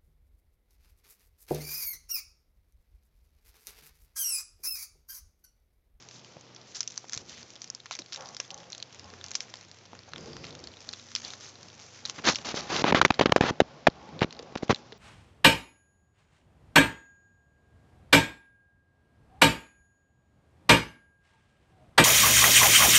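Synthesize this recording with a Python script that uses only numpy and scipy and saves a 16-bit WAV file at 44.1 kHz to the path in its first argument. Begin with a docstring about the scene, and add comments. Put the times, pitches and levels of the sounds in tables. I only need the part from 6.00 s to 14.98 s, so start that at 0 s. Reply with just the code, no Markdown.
"""A fine rustle over a household hum comes first, soon with crisp snaps: pet rats dig and nibble in wood shavings.
Rustle and swishes are shaped noise, snaps are short noise bursts, and the hum, drone and tones are sine waves.
Bodies shifting are noise through the resonances of the cage; dull knocks are a tick and a fading ring.
Late on, something soft keeps touching the small microphone: a slap of abrupt swings, a rub of noise and
a pop as the pressure jumps. A narrow recorder dulls the treble and clips the loudest swings."""
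import sys
import numpy as np
from scipy import signal
from scipy.fft import rfft, irfft
from scipy.io import wavfile
from scipy.ndimage import uniform_filter1d

SR = 44100
rng = np.random.default_rng(int(sys.argv[2]) if len(sys.argv) > 2 else 0)


def wav_out(sig):
    """Save sig, one row per channel (or a flat mono array), as 16-bit PCM at SR to the path in sys.argv[1]."""
    wavfile.write(sys.argv[1], SR, np.round(np.clip(np.atleast_2d(sig).T, -1, 1) * 32767).astype(np.int16))


N = 396018

# All levels are those going in, before any muffling by the microphone and the recorder.
# Hush of the room: (frequency [Hz], level per Hz [dB])
ROOM_COLOUR = [(30, -24), (70, -23), (120, -9), (200, -9), (520, -8), (1000, -13), (1700, -19.5),
               (5600, -18), (8000, -37)]
ROOM_DB = -58
HUM_HZ, HUM_DB = 121, -65.5
# Low drone that sags and holds: (time [s], pitch [Hz], level [dB])
DRONE_PATH = [(2.9, 94, -79), (3.0, 90, -58), (3.3, 90.5, -59.5), (3.4, 125, -88), (3.48, 113.4, -63),
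              (3.65, 97, -64), (5.0, 96.4, -63.5), (6.1, 97.2, -65), (6.3, 96, -91)]

# Bedding settling all the time; the middle is near 4.5 kHz, the coarse grain below 3.5 kHz:
# (time [s], fine hiss level [dB], middle over fine [dB], coarse over fine [dB])
BEDDING_LEVELS = [(0, -58.5, -1, -9), (.6, -64.5, 1.5, -2), (.9, -55, 1.5, -10), (1.7, -59.5, -1.5, -6),
                  (2.3, -55.5, -0.5, -10), (2.8, -62.5, 1.5, -1), (3.25, -57.5, 1, -4.5),
                  (3.9, -63, -0.5, -1.5), (4.3, -59, 3, -1), (4.6, -62.5, 0.5, -3), (5.1, -52, -0.5, -11),
                  (5.6, -57.5, -1, -8.5), (6.2, -56, 3.5, -0.5), (7.1, -61.5, 2.5, 7.5), (7.6, -75, 6, 10),
                  (8.5, -78.5, 10, 12.5), (8.98, -74, 9, -2)]
# Paws stirring the bedding: (start [s], length [s], fine level [dB], coarse over fine [dB])
PAW_STIRS = [(0.098, 0.11, -53.5, -17), (0.672, 0.073, -55.5, -13), (0.744, 0.055, -38.5, -22),
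             (.88, 0.16, -69, -23), (1.107, .12, -50.5, -11), (1.28, 0.17, -50.5, -6),
             (1.474, 0.11, -59, -20), (1.613, 0.082, -53, -20), (1.91, .05, -47, -1),
             (2.119, 0.057, -52, 0), (2.322, 0.057, -63, -16), (2.39, 0.085, -54, -8),
             (3.334, 0.063, -54, -22), (3.398, 0.045, -53, -23), (4.434, 0.078, -57.5, 2),
             (4.79, 0.36, -60, -9), (5.157, 0.052, -47, -9), (5.226, 0.18, -49, -9.5),
             (5.395, 0.11, -48, -13), (5.6, 0.086, -63, -3), (5.787, 0.1, -55.5, -22),
             (5.939, 0.083, -63, -5), (6.054, 0.01, -33, -21), (6.065, 0.051, -50, -20),
             (6.3, 0.13, -47, -21), (8.573, 0.014, -53, 5), (8.627, 0.028, -58, 2), (8.714, 0.09, -67, 3)]
STIR_RISE, STIR_FADE_DB = 0.12, -7.5  # share of the length spent rising; fall to the end
# Colours of the fine, middle and coarse rustle: (frequency [Hz], level per Hz [dB])
FINE_COLOUR = [(3500, -38), (5000, -8.5), (5900, 10.5), (6600, 9.5), (7300, -7.5), (8200, 8)]
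MIDDLE_COLOUR = [(2600, -20), (3700, -8), (4500, -3.5), (5300, -1.5), (6500, -7.5)]
COARSE_COLOUR = [(500, -22), (1200, 0.5), (2400, 1.5), (3500, -3), (5000, -19.5)]

# Bodies shifting on the cage base: (start [s], length [s], low rumble level [dB], hollow middle level [dB])
BODY_SHIFTS = [(0.05, 0.056, -75, -63), (0.138, 0.11, -61, -84), (0.361, 0.019, -52, -56),
               (1.115, 0.37, -57, -64), (1.986, 0.042, -48.5, -67), (2.163, .2, -62, -45.5),
               (2.48, 0.35, -64, -53), (2.977, 0.55, -63.5, -57), (3.923, 0.092, -59, -60),
               (4.075, 0.03, -68, -52), (4.107, .65, -44, -57.5), (4.868, 0.092, -56, -60),
               (5.225, 0.17, -58, -55.5), (5.448, 0.043, -54, -56), (5.579, 0.25, -63, -64),
               (5.77, 0.13, -69, -59), (5.997, 0.5, -58, -57), (6.187, 2.9, -51, -51),
               (7.27, 0.071, -53, -42.5), (7.499, 0.045, -41, -52), (7.57, 0.13, -75, -74),
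               (7.956, 0.18, -59, -67), (8.116, 0.18, -44.5, -57), (8.268, 0.76, -61.5, -61)]
SHIFT_RISE, SHIFT_FADE_DB = .15, -11.5  # share of the length spent rising; fall to the end
REST_LOW_DB, REST_HOLLOW_DB = -65.5, -78.5  # what stays between the shifts
# Resonances of the cage base, then of the hollow tub: (frequency [Hz], width [Hz], relative level [dB])
BASE_MODES = [(74, 19, -3), (146.6, 13, -2), (171, 33, -3.5), (237, 25, -1.5), (347, 69, -3.5),
              (470, 110, -3), (737, 100, -24)]
TUB_MODES = [(547, 45, 0), (713, 130, 2), (828, 32, 1), (1092, 99, -1), (1440, 220, -6.5)]

# Shavings and food snapping; the body is below 2 kHz:
# (time [s], peak of the bright part [dB], ring [Hz], body over bright [dB], splinter tail [dB])
SNAP_EVENTS = [(0.0872, -30.5, 5930, -15, -21), (0.111, -30, 5450, -22, -21), (0.2463, -32, 3450, -16, -21),
               (0.3674, -59, 4390, -2, -21), (0.41, -32, 6700, -25, -19), (0.5477, -33.5, 5830, -18, -21),
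               (0.5623, -30.5, 5670, -22, -18), (0.614, -34.5, 5830, -23, -17),
               (0.7484, -32, 4520, -24, -21), (0.755, -22, 5920, -20, -22), (0.7604, -23, 6200, -25, -21),
               (0.8058, -10, 5940, -47, -15), (0.83, -19, 5800, -27, -17), (0.876, -15.5, 5860, -39, -13),
               (0.9017, -31, 5210, -28, -23), (0.906, -26, 6010, -28, -21), (0.9767, -13, 5900, -19.5, -20),
               (1.0843, -33, 6260, -19, -21), (1.0955, -21, 6220, -16, -21), (1.1234, -24, 6290, -21, -23),
               (1.1327, -11, 5800, -18.5, -19), (1.1408, -19, 5970, -19, -21),
               (1.1484, -20, 6370, -18, -24), (1.1754, -13.5, 5940, -20, -19),
               (1.295, -27.5, 6300, -22, -17), (1.429, -34, 3950, -15, -21), (1.5035, -27, 5700, -27, -21),
               (1.5554, -30, 4510, -29, -19), (1.5617, -31, 3620, -25, -19),
               (1.6177, -22.5, 6230, -33, -19), (1.6427, -24, 5550, -24, -23),
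               (1.6761, -34, 5190, -17, -21), (1.701, -13.5, 6100, -36, -28), (1.7489, -20, 5370, -26, -21),
               (1.8018, -28.5, 4220, -24, -20), (1.858, -29, 6230, -3, -15), (1.8637, -34, 4410, 0, -24),
               (1.91, -22.5, 5440, 1, -24), (1.917, -30, 4030, -19, -24), (1.9224, -25, 4570, -15, -21),
               (1.9268, -25, 4600, -16, -21), (1.9378, -29, 3800, -11, -21), (1.952, -23, 6090, -6, -17),
               (1.9664, -31, 5490, -11, -21), (1.9894, -16.5, 5600, -14, -15),
               (2.0607, -32, 4370, -18, -19), (2.1231, -24, 5300, -14, -26),
               (2.1284, -23.5, 5630, -13, -25), (2.1316, -21, 5470, -26, -21),
               (2.1402, -24, 4580, -25, -21), (2.1454, -20.5, 5460, -15, -21),
               (2.16, -21.5, 3900, -23, -21), (2.1734, -31, 3720, -4, -23), (2.208, -28, 5200, -17, -21),
               (2.2577, -30, 4770, -22, -23), (2.2804, -36, 5620, -18, -21),
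               (2.2874, -29.5, 5800, -29, -21), (2.3067, -38, 5960, -18, -21), (2.347, -28, 5560, -23, -23),
               (2.3667, -19, 5530, -16, -16), (2.4007, -12, 6000, -10, -16), (2.4463, -35, 3540, -17, -21),
               (2.4784, -37, 5920, -12, -21), (2.5047, -22.5, 4000, -33, -21), (2.512, -28, 5660, -24, -15),
               (2.5431, -25, 6150, -20, -21), (2.577, -28.5, 5710, -23, -19), (2.603, -41, 5240, -10, -21),
               (2.6319, -39, 3360, -4, -21), (2.7016, -33, 5800, -25, -21), (2.7214, -23.5, 5670, -22, -19),
               (2.7296, -22.5, 4200, -30, -15), (2.7487, -25, 4200, -26, -17),
               (2.7795, -26.5, 5800, -22, -18), (2.8008, -29, 4120, -25, -21),
               (2.826, -18.5, 4930, -36, -26), (2.9265, -31.5, 5800, -20, -21),
               (2.946, -30, 6320, -20, -21), (2.9948, -29, 4950, -10, -15), (3.043, -32, 5400, -22, -21),
               (3.1375, -35.5, 5250, -1, -15), (3.212, -30.5, 3560, -3, -24), (3.2412, -22, 5600, -10, -13),
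               (3.263, -26, 5780, -21, -21), (3.2836, -27, 4350, -25, -21), (3.3074, -25, 6170, -20, -19),
               (3.3149, -21, 6190, -12.5, -18), (3.3358, -30, 6070, -29, -21),
               (3.3444, -27, 4730, -22, -20), (3.3527, -6.5, 5970, -41, -18), (3.357, -30, 5550, -24, -21),
               (3.4052, -14, 6200, -30, -18), (3.4979, -36, 5200, -11, -21), (3.5394, -26.5, 5290, -4, -21),
               (3.5558, -29, 5260, -19, -21), (3.6105, -31, 4140, -23, -21), (3.684, -36, 5950, -18, -21),
               (3.714, -27.5, 5930, -20, -18), (3.8544, -36, 4370, -12, -16), (3.931, -56, 5950, 4, -21),
               (3.9512, -36, 6300, 0.5, -19), (3.9905, -30.5, 4660, -15, -21),
               (4.0345, -36, 4330, -20, -21), (4.119, -39, 4000, 1, -21), (4.1347, -27.5, 4150, 4.5, -24),
               (4.1599, -27.5, 3700, -4.5, -19), (4.1806, -30.5, 5440, -5, -21),
               (4.2764, -37, 4460, -19, -21), (4.3316, -31, 4730, -9, -21), (4.3667, -27, 4750, -4, -26),
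               (4.442, -25.5, 3150, -6, -21), (4.451, -28.5, 4730, -19, -21), (4.4674, -28, 4310, -12, -21),
               (4.5067, -28.5, 4300, -20, -17), (4.5263, -33, 3690, -16, -21),
               (4.551, -29.5, 3650, -19, -18), (4.591, -33, 5200, -26, -21), (4.6402, -27, 4340, -13, -13),
               (4.6723, -25.5, 4260, -16, -14), (4.7381, -33, 3360, -21, -21),
               (4.7696, -33, 3730, -11, -15), (4.805, -33, 5240, -23, -17), (4.8898, -19.5, 4260, -14, -21),
               (4.9294, -24.5, 5250, -15, -14), (4.9347, -20.5, 3760, -19, -19),
               (4.9965, -32, 3970, -15, -19), (5.0874, -40, 3870, -16, -16), (5.1508, -11, 5650, -27, -21),
               (5.1607, -15, 5060, -14.5, -15), (5.2177, -31, 6220, -18, -18),
               (5.2485, -22.5, 4410, -24, -21), (5.28, -27, 5960, -21, -25), (5.304, -22.5, 4020, -30, -21),
               (5.3352, -21.5, 4470, -10.5, -11), (5.4922, -36, 5320, -30, -21),
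               (5.63, -31, 4340, -17, -19), (5.82, -36, 5350, -18, -21), (5.9744, -35, 5460, -16, -21),
               (6.0525, -15.5, 3950, -32, -8), (6.0971, -15, 5100, -10, -23),
               (6.2526, -12, 4900, -7.5, -23), (6.3473, -18, 4570, -17, -27), (6.357, -9, 5740, -20, -18),
               (6.3634, -24, 4550, -19, -20), (6.764, -8.5, 4010, -17, -21), (7.0807, -25, 3380, -9, -25),
               (7.1207, -31, 3420, -5, -19), (7.1416, -20, 4330, -13, -9), (7.9, -35, 4140, -19, -21),
               (8.1915, -24.5, 4270, -13, -14), (8.2079, -27.5, 3300, 5, -20),
               (8.3073, -28.5, 4270, -16, -15), (8.326, -23.5, 4450, -20, -12), (8.349, -37, 3820, -9, -21),
               (8.3664, -36, 4150, -10, -21), (8.3913, -24, 3940, -16, -21),
               (8.4257, -32, 3810, -16.5, -19), (8.5732, -28, 3780, -14, -21),
               (8.5804, -27, 4290, -14, -21), (8.6343, -29, 3890, -16, -19), (8.6797, -30, 3280, -9, -13),
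               (8.7458, -17, 4050, -25, -23), (8.7595, -22.5, 3800, -16, -18), (8.922, -33, 4070, -2, -19),
               (8.9264, -33, 4130, -17, -21)]
# The many faint snaps: least level over the bedding, random extra level, middle and reach of the ring, body
FAINT_OVER_DB, FAINT_SPREAD_DB = 20.5, 2.5
FAINT_HZ, FAINT_REACH_HZ, FAINT_BODY_DB = 4800, 1540, -12.5
# From this time on the microphone is half covered and snaps are duller
SHADED_S, SHADED_HZ, OPEN_HZ = 6.2, 4800, 7730

# Dull knocks on the tub, the ball and the phone: (time [s], ring level [dB], ring [Hz], time to fall 60 dB [s])
KNOCK_EVENTS = [(0.368, -41, 111, 0.034), (0.3683, -35, 600, 0.01), (1.043, -34, 850, 0.008),
                (1.165, -32.5, 102, 0.046), (1.993, -36, 336, 0.032), (2.399, -38, 540, 0.026),
                (3.132, -44.5, 435, 0.065), (3.356, -47, 1110, 0.027), (3.932, -31, 885, 0.0094),
                (4.087, -39, 83.2, 0.03), (4.882, -46, 262, 0.042), (8.09, -39, 213, 0.059),
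                (8.126, -42, 308, 0.036), (8.354, -50, 206, 0.038), (8.396, -32, 480, 0.037),
                (8.429, -36, 480, 0.029), (8.478, -45, 151, 0.038), (8.523, -37, 454, 0.017),
                (8.924, -38.5, 435, 0.04)]
# Faint low tones that come and go: (start [s], end [s], pitch [Hz], level before wavering [dB])
LOW_TONES = [(1.12, 1.5, 88, -72), (2.48, 2.68, 170, -64), (4.2, 4.6, 141, -53), (4.85, 5.36, 236, -65.5),
             (3.3, 4.85, 180, -73)]
# Fur on shavings and, faintly pitched, on hollow plastic:
# (start [s], end [s], centre [Hz], filter width [Hz], level [dB])
FUR_SWISHES = [(1.288, 1.41, 3700, 3100, -54), (2.17, 2.27, 1400, 83, -62), (2.186, 2.252, 1550, 880, -57),
               (2.21, 2.327, 800, 100, -58), (2.5, 2.66, 790, 118.8, -58.5), (3.026, 3.16, 1080, 64.8, -62),
               (4.16, 4.49, 4900, 920, -57), (5.234, 5.298, 3400, 3100, -48), (8.005, 8.122, 838, 130, -53)]

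# Touches on the microphone: (start [s], end [s], slap length [s], slap level [dB], average swing rate [Hz],
# rub at start [dB], rub in the middle [dB], rub at end [dB], rub treble over low part [dB], lift-off level [dB])
MIC_TOUCHES = [(6.182, 6.199, .006, -46, 1200, -39, -40, -40.5, -10, -31),
               (6.2378, 6.3383, .006, -39, 1730, -36, -17, -39.5, -0.5, -32),
               (6.385, 6.3978, 0.0049, -38.5, 3230, -46, -49, -47, -9, -39),
               (6.4444, 6.526, 0.005, -47, 1420, -38, -35.5, -40.5, 0.3, -41),
               (6.542, 6.613, 0.0019, -21.5, 432, -41.5, -35.5, -40.5, 2.5, -51),
               (6.613, 6.693, 0.0051, -48, 2080, -43.5, -45, -48, -2, -50),
               (6.689, 6.8264, .006, -47, 1220, -35, -27.5, -31, -4.5, -33),
               (6.841, 6.845, 0.0044, -18, 837, -13, -32, -23, -26, -19),
               (6.85, 6.913, 0.0028, -18, 488, -31.5, -25, -27, -12, -16),
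               (6.923, 6.931, 0.0035, -14, 692, -22, -17, -32, -20, -16),
               (6.9456, 6.9993, .004, -11.5, 623, -22, -23, -29, -14, -18.5),
               (7.014, 7.0303, .0033, -7.5, 1470, -13, -28.5, -30, -14, -18),
               (7.0495, 7.0638, 0.0026, -7.5, 1853, -14, -24.5, -30, -7, -21),
               (7.1038, 7.1104, 0.0039, -20, 833, -16, -16, -19.5, -31, -20.5),
               (7.1907, 7.2017, 0.0015, -26, 523, -23, -13.5, -27, -16, -24),
               (7.2104, 7.238, 0.0028, -8.5, 515, -20, -28.5, -33, -16, -21),
               (7.2574, 7.273, .0031, -11.5, 485, -12.5, -32, -28.5, -21, -23),
               (7.2945, 7.296, .004, -31, 613, -36, -22, -30, -17, -13.5),
               (7.3196, 7.3254, 0.0068, -22, 894, -16.5, -3.5, -23, -23, -11.5),
               (7.361, 7.3834, .0032, -7.5, 510, -18, -36, -30, -12, -23),
               (7.4084, 7.509, 0.0043, -8.5, 455, -31, -29, -25, -13, -13.5),
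               (7.602, 7.6176, 0.0033, -5.5, 626.5, -16.5, -28.5, -34.5, -26, -9.5),
               (7.8688, 7.8833, 0.0065, -8, 644.5, -11, -24, -30, -20, -8),
               (8.213, 8.223, 0.0035, -36, 910, -33, -21.5, -31, -21, -19),
               (8.2255, 8.246, 0.0022, -28, 730, -19.5, -25, -31.5, -20.5, -14),
               (8.5538, 8.558, 0.0065, -34, 967, -29.5, -28, -49, -15.5, -44),
               (8.6245, 8.6317, 0.0047, -32, 680, -51, -45, -48, -11, -15.5),
               (8.694, 8.7004, 0.0031, -22.5, 424, -24, -31, -30, -14, -16),
               (8.6993, 8.7284, 0.0025, -17, 445, -25, -20, -32, -12.5, -16)]
# The port seals or clears all at once: (time [s], level [dB], strength, plus for a push, minus for a pull)
PORT_POPS = [(6.8205, -15, 1), (6.8432, -8, 1), (6.9258, -2, -0.95), (6.9476, -1.5, -1.04),
             (7.0505, -6.5, -1.06), (7.1065, -5.5, -1.1), (7.1949, -5, 0.95), (7.2117, -1.5, -0.7),
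             (7.2593, -5, -0.91), (7.4105, 0, -1.06), (7.4389, -8.5, 1), (8.219, -3.5, 1),
             (8.5599, -14.5, 1), (8.6323, -20.5, 0.94), (8.6973, -4, 1), (8.7061, -2.5, 1)]
# Colours of the low and high part of a rub: (frequency [Hz], level per Hz [dB])
RUB_LOW_COLOUR = [(60, -2.5), (190, 0), (1100, -1.5), (2200, -6), (4000, -10.5), (8000, -31.5)]
RUB_HIGH_COLOUR = [(1200, -37), (2500, -5), (4000, 1), (6200, 1.5), (8000, -10.5)]
COVERED_HZ = 4500  # the touch itself muffles the port
CASE_HZ, CASE_WIDTH_HZ, CASE_DB = 230, 200, -10  # the phone's case booms when touched

MIC_LOW_HZ = 86  # slow pressure below this leaks away
MIC_DULL_HZ, MIC_TOP_HZ, TOP_HZ = 7050, 7480, 16400
CLIP = .7  # largest swing that is not flattened, full scale being 1


def undb(db):
    """Turn decibels into a gain."""
    return 10 ** (np.asarray(db) / 20)


def unit(x):
    """Scale to an average (rms) strength of 1."""
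    return x / np.sqrt(np.mean(x ** 2))


def curve(s, values):
    """Draw straight lines through the points, one value a sample."""
    return np.interp(np.arange(N) / SR, s, values)


def colour(x, points):
    """Shape the spectrum by (Hz, dB) points, then scale to rms 1."""
    hz, db = np.transpose(points)
    grid = np.log(np.maximum(np.fft.rfftfreq(N, 1 / SR), 1))
    gain = undb(np.interp(grid, np.log(hz), db))
    return unit(irfft(rfft(x) * gain, N))


def band(x, hz, width):
    """Ring like a resonance, with gain 1 at its centre."""
    sharpness = max(hz / width, .3)
    return signal.lfilter(*signal.iirpeak(min(hz, SR / 3), sharpness, fs=SR), x)


def lowpass(x, hz):
    """Muffle gently above hz."""
    return signal.sosfilt(signal.butter(2, hz, fs=SR, output="sos"), x)


def walk(rate):
    """Glide between random levels, a new one each 1 / rate seconds; spread near 1."""
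    k = int(SR / rate)
    steps = np.repeat(rng.standard_normal(N // k + 1), k)
    return 1.38 * uniform_filter1d(steps, k)[:N]


def add(out, s, x):
    """Mix x in at time s."""
    i = int(s * SR)
    out[i:i + len(x)] += x[:N - i]


def bouts(s, length, db, rise, fade_db):
    """Gain of a row of bouts: each rises, then fades to its end."""
    out = np.zeros(N)
    for start, span, top_db in zip(s, length, db):
        u = np.linspace(0, 1, int(span * SR))
        fade = undb(top_db + fade_db * np.clip((u - rise) / (1 - rise), 0, 1))
        ends = np.minimum(u / rise, 1) * np.minimum(10 * (1 - u), 1)
        add(out, start, fade * ends)
    return out


def household():
    """A steady hum and a low drone are sine waves; the hush of the room is noise."""
    s, hz, db = np.transpose(DRONE_PATH)
    drone = undb(curve(s, db)) * np.sin(2 * np.pi * np.cumsum(curve(s, hz)) / SR)
    hum = undb(HUM_DB + 1.5 * walk(1.8)) * np.sin(2 * np.pi * HUM_HZ * np.arange(N) / SR)
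    hush = undb(ROOM_DB + 1.3 * walk(4.2)) * colour(rng.standard_normal(N), ROOM_COLOUR)
    return np.sqrt(2) * (drone + hum) + hush  # the root makes the sine levels rms


def rustle(grains_hz=900, spread_db=4.0, smooth=0.87):
    """Dense tiny crackles of uneven size over the smooth hiss of many more."""
    s, db, middle_db, coarse_db = np.transpose(BEDDING_LEVELS)
    start, length, stir_db, stir_coarse_db = np.transpose(PAW_STIRS)
    sizes = undb(spread_db * np.minimum(rng.exponential(size=N), 4))
    hits = (rng.random(N) < grains_hz / SR) * sizes
    grains = signal.lfilter([1], [1, -.95], hits) * rng.standard_normal(N)  # each lasts about half a millisecond
    mix = unit(grains) + smooth * undb(2 * walk(40)) * rng.standard_normal(N)
    fine_gain = undb(curve(s, db)) + bouts(start, length, stir_db, STIR_RISE, STIR_FADE_DB)
    coarse_stirs = bouts(start, length, stir_db + stir_coarse_db, STIR_RISE, STIR_FADE_DB)
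    coarse_gain = undb(curve(s, db + coarse_db)) + coarse_stirs
    fine = colour(mix, FINE_COLOUR) + undb(curve(s, middle_db)) * colour(mix, MIDDLE_COLOUR)
    flicker = undb(1.04 * walk(12))
    return flicker * (fine_gain * fine + coarse_gain * colour(mix, COARSE_COLOUR))


def shifting():
    """Uneven pushes shake the cage base and the plastic tub, which ring at their own pitches."""
    s, length, low_db, hollow_db = np.transpose(BODY_SHIFTS)
    out = np.zeros(N)
    for modes, db, rest_db in ((BASE_MODES, low_db, REST_LOW_DB), (TUB_MODES, hollow_db, REST_HOLLOW_DB)):
        ring = np.zeros(N)
        for hz, width, mode_db in modes:
            ring += undb(mode_db + 2 * walk(20)) * unit(band(rng.standard_normal(N), hz, width))
        out += unit(ring) * (undb(rest_db) + bouts(s, length, db, SHIFT_RISE, SHIFT_FADE_DB))
    return out


def faint_snaps(count=60):
    """Rows of small snaps at random moments, following the level of the bedding."""
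    u = rng.random((count, 4)).T
    s, db = np.transpose(BEDDING_LEVELS)[:2]
    at = u[0] * (N / SR - .1)
    extra_db = -FAINT_SPREAD_DB * np.log(np.maximum(u[1], .1))
    peak_db = np.interp(at, s, db) + FAINT_OVER_DB + extra_db
    ring_hz = FAINT_HZ + FAINT_REACH_HZ * (2 * u[2] - 1)
    body_db = FAINT_BODY_DB + 12 * (u[3] - .5)
    tail_db = np.full(count, -20.)
    return list(zip(at, peak_db, ring_hz, body_db, tail_db))


def snaps(crack_s=0.00075, splinter_s=0.011, echo_s=0.0029, echo_db=-14, dry_db=-9):
    """Each snap is a crack, a short fading tail of splinters and a bounce off the cage wall."""
    out, t = np.zeros(N), np.arange(2048) / SR
    rows = SNAP_EVENTS + faint_snaps()
    noise = rng.standard_normal((len(rows), 2, 2048))
    crack = t / crack_s * np.exp(1 - t / crack_s) ** 2
    for (s, db, hz, body_db, tail_db), (bright_noise, body_noise) in zip(rows, noise):
        shape = crack + undb(tail_db) * np.exp(-t / splinter_s)
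        burst = bright_noise * shape
        # a clear ring plus a broad, dry crackle
        bright = band(burst, hz, 0.14 * hz) + undb(dry_db) * band(burst, 5230, 3000)
        body = band(band(body_noise * shape, 1700, 2400), 1700, 2400)
        x = undb(db) * (bright / np.abs(bright).max() + undb(body_db) * body / np.abs(body).max())
        add(out, s, x)
        add(out, s + echo_s, undb(echo_db) * x)
    return np.where(np.arange(N) > SHADED_S * SR, lowpass(out, SHADED_HZ), lowpass(out, OPEN_HZ))


def knocks(tick_db=-3, tick_s=0.0011):
    """A knock is a dry tick and one ring that dies away."""
    out, t = np.zeros(N), np.arange(8192) / SR
    noise = rng.standard_normal((len(KNOCK_EVENTS), 8192))
    ticks = signal.lfilter([.25], [1, -.75], noise) * np.exp(-t / tick_s)
    for (s, db, hz, t60), tick in zip(KNOCK_EVENTS, ticks):
        ring = undb(-60 * t / t60) * np.sin(2 * np.pi * hz * t)
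        add(out, s, undb(db) * (ring + undb(tick_db) * tick / np.abs(tick).max()))
    return out


def tones(wobble_db=-4.5):
    """Each low sine tone swells, wavers and fades."""
    out, waver = np.zeros(N), undb(wobble_db * walk(12))
    for s, end, hz, db in LOW_TONES:
        t = np.arange(int((end - s) * SR)) / SR
        add(out, s, undb(db) * signal.windows.tukey(len(t), .4) * np.sin(2 * np.pi * hz * t))
    return np.sqrt(2) * out * waver


def swishes():
    """Rubbing fur gives a soft hiss in one band, swelling and fading."""
    out, air = np.zeros(N), rng.standard_normal((len(FUR_SWISHES), SR))
    for (s, end, hz, width, db), noise in zip(FUR_SWISHES, air):
        piece = noise[:int((end - s) * SR)]
        hiss = unit(band(band(piece, hz, width), hz, width))
        add(out, s, undb(db) * signal.windows.tukey(len(hiss), .3) * hiss)
    return out


def touches(lift_s=0.0025, grit_db=-9, pop_s=0.00076, rise_s=0.00014):
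    """A touch squeezes the air at the port in a few abrupt swings, scrapes while it lasts and sucks on leaving."""
    slaps, rubs, t = np.zeros(N), np.zeros(N), np.arange(512) / SR
    low = colour(rng.standard_normal(N), RUB_LOW_COLOUR) * undb(1.64 * walk(200))
    high = colour(rng.standard_normal(N), RUB_HIGH_COLOUR) * undb(2.0 * walk(270))
    chance = rng.standard_normal((len(MIC_TOUCHES), 2, 512))
    lift = np.hanning(int(lift_s * SR))
    for row, (sway, grit) in zip(MIC_TOUCHES, chance):
        s, end, slap_s, slap_db, hz, *rub_db, treble_db, lift_db = row
        # the swing rate wavers, so no two slaps are alike
        phase = 2 * np.pi * np.cumsum(hz * (1 + uniform_filter1d(sway, size=24))) / SR
        swing = np.tanh(5.0 * np.sin(phase)) + undb(grit_db) * grit
        arch = np.sqrt(np.clip(np.sin(np.pi * np.minimum(t / slap_s, 1)), 0, 1))
        add(slaps, s, undb(slap_db) * swing * arch)
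        i, j = int(s * SR), int(end * SR)
        along = np.linspace(0, 1, j - i)
        press = undb(np.interp(along, np.linspace(.1, .9, len(rub_db)), rub_db))
        scrape = low[i:j] + undb(treble_db) * high[i:j]
        add(rubs, s, press * signal.windows.tukey(j - i, .12) * scrape)
        add(slaps, end - lift_s / 2, -undb(lift_db) * lift)
    pop = np.minimum(t / rise_s, 1) * np.exp(-(t / pop_s) ** 2)
    for s, db, sense in PORT_POPS:
        add(slaps, s, sense * undb(db) * pop)
    return lowpass(slaps, COVERED_HZ) + rubs


def scene():
    """Everything at the one microphone, whose port leaks slow pressure away."""
    leak = signal.butter(1, MIC_LOW_HZ, "high", fs=SR)
    contact = signal.lfilter(*leak, signal.lfilter(*leak, touches() + knocks()))
    contact = contact + undb(CASE_DB) * band(contact, CASE_HZ, CASE_WIDTH_HZ)
    cage = snaps() + rustle() + swishes() + signal.lfilter(*leak, shifting())
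    return (cage + tones() + household() + contact)[None]


def record(dry):
    """A narrow recorder: the treble fades and ends early, the loudest swings clip, the top is cut."""
    dull = signal.sosfilt(signal.butter(N=5, Wn=MIC_DULL_HZ, fs=SR, output="sos"), dry)
    narrow = signal.sosfilt(signal.ellip(5, .5, 15, MIC_TOP_HZ, fs=SR, output="sos"), dull)
    narrow = signal.sosfilt(signal.ellip(6, .5, 60, 9050, fs=SR, output="sos"), narrow)
    clipped = np.clip(narrow, -CLIP, CLIP)
    return signal.sosfilt(signal.ellip(8, .2, 70, TOP_HZ, fs=SR, output="sos"), clipped)


dry = scene()
out = record(dry)
wav_out(out)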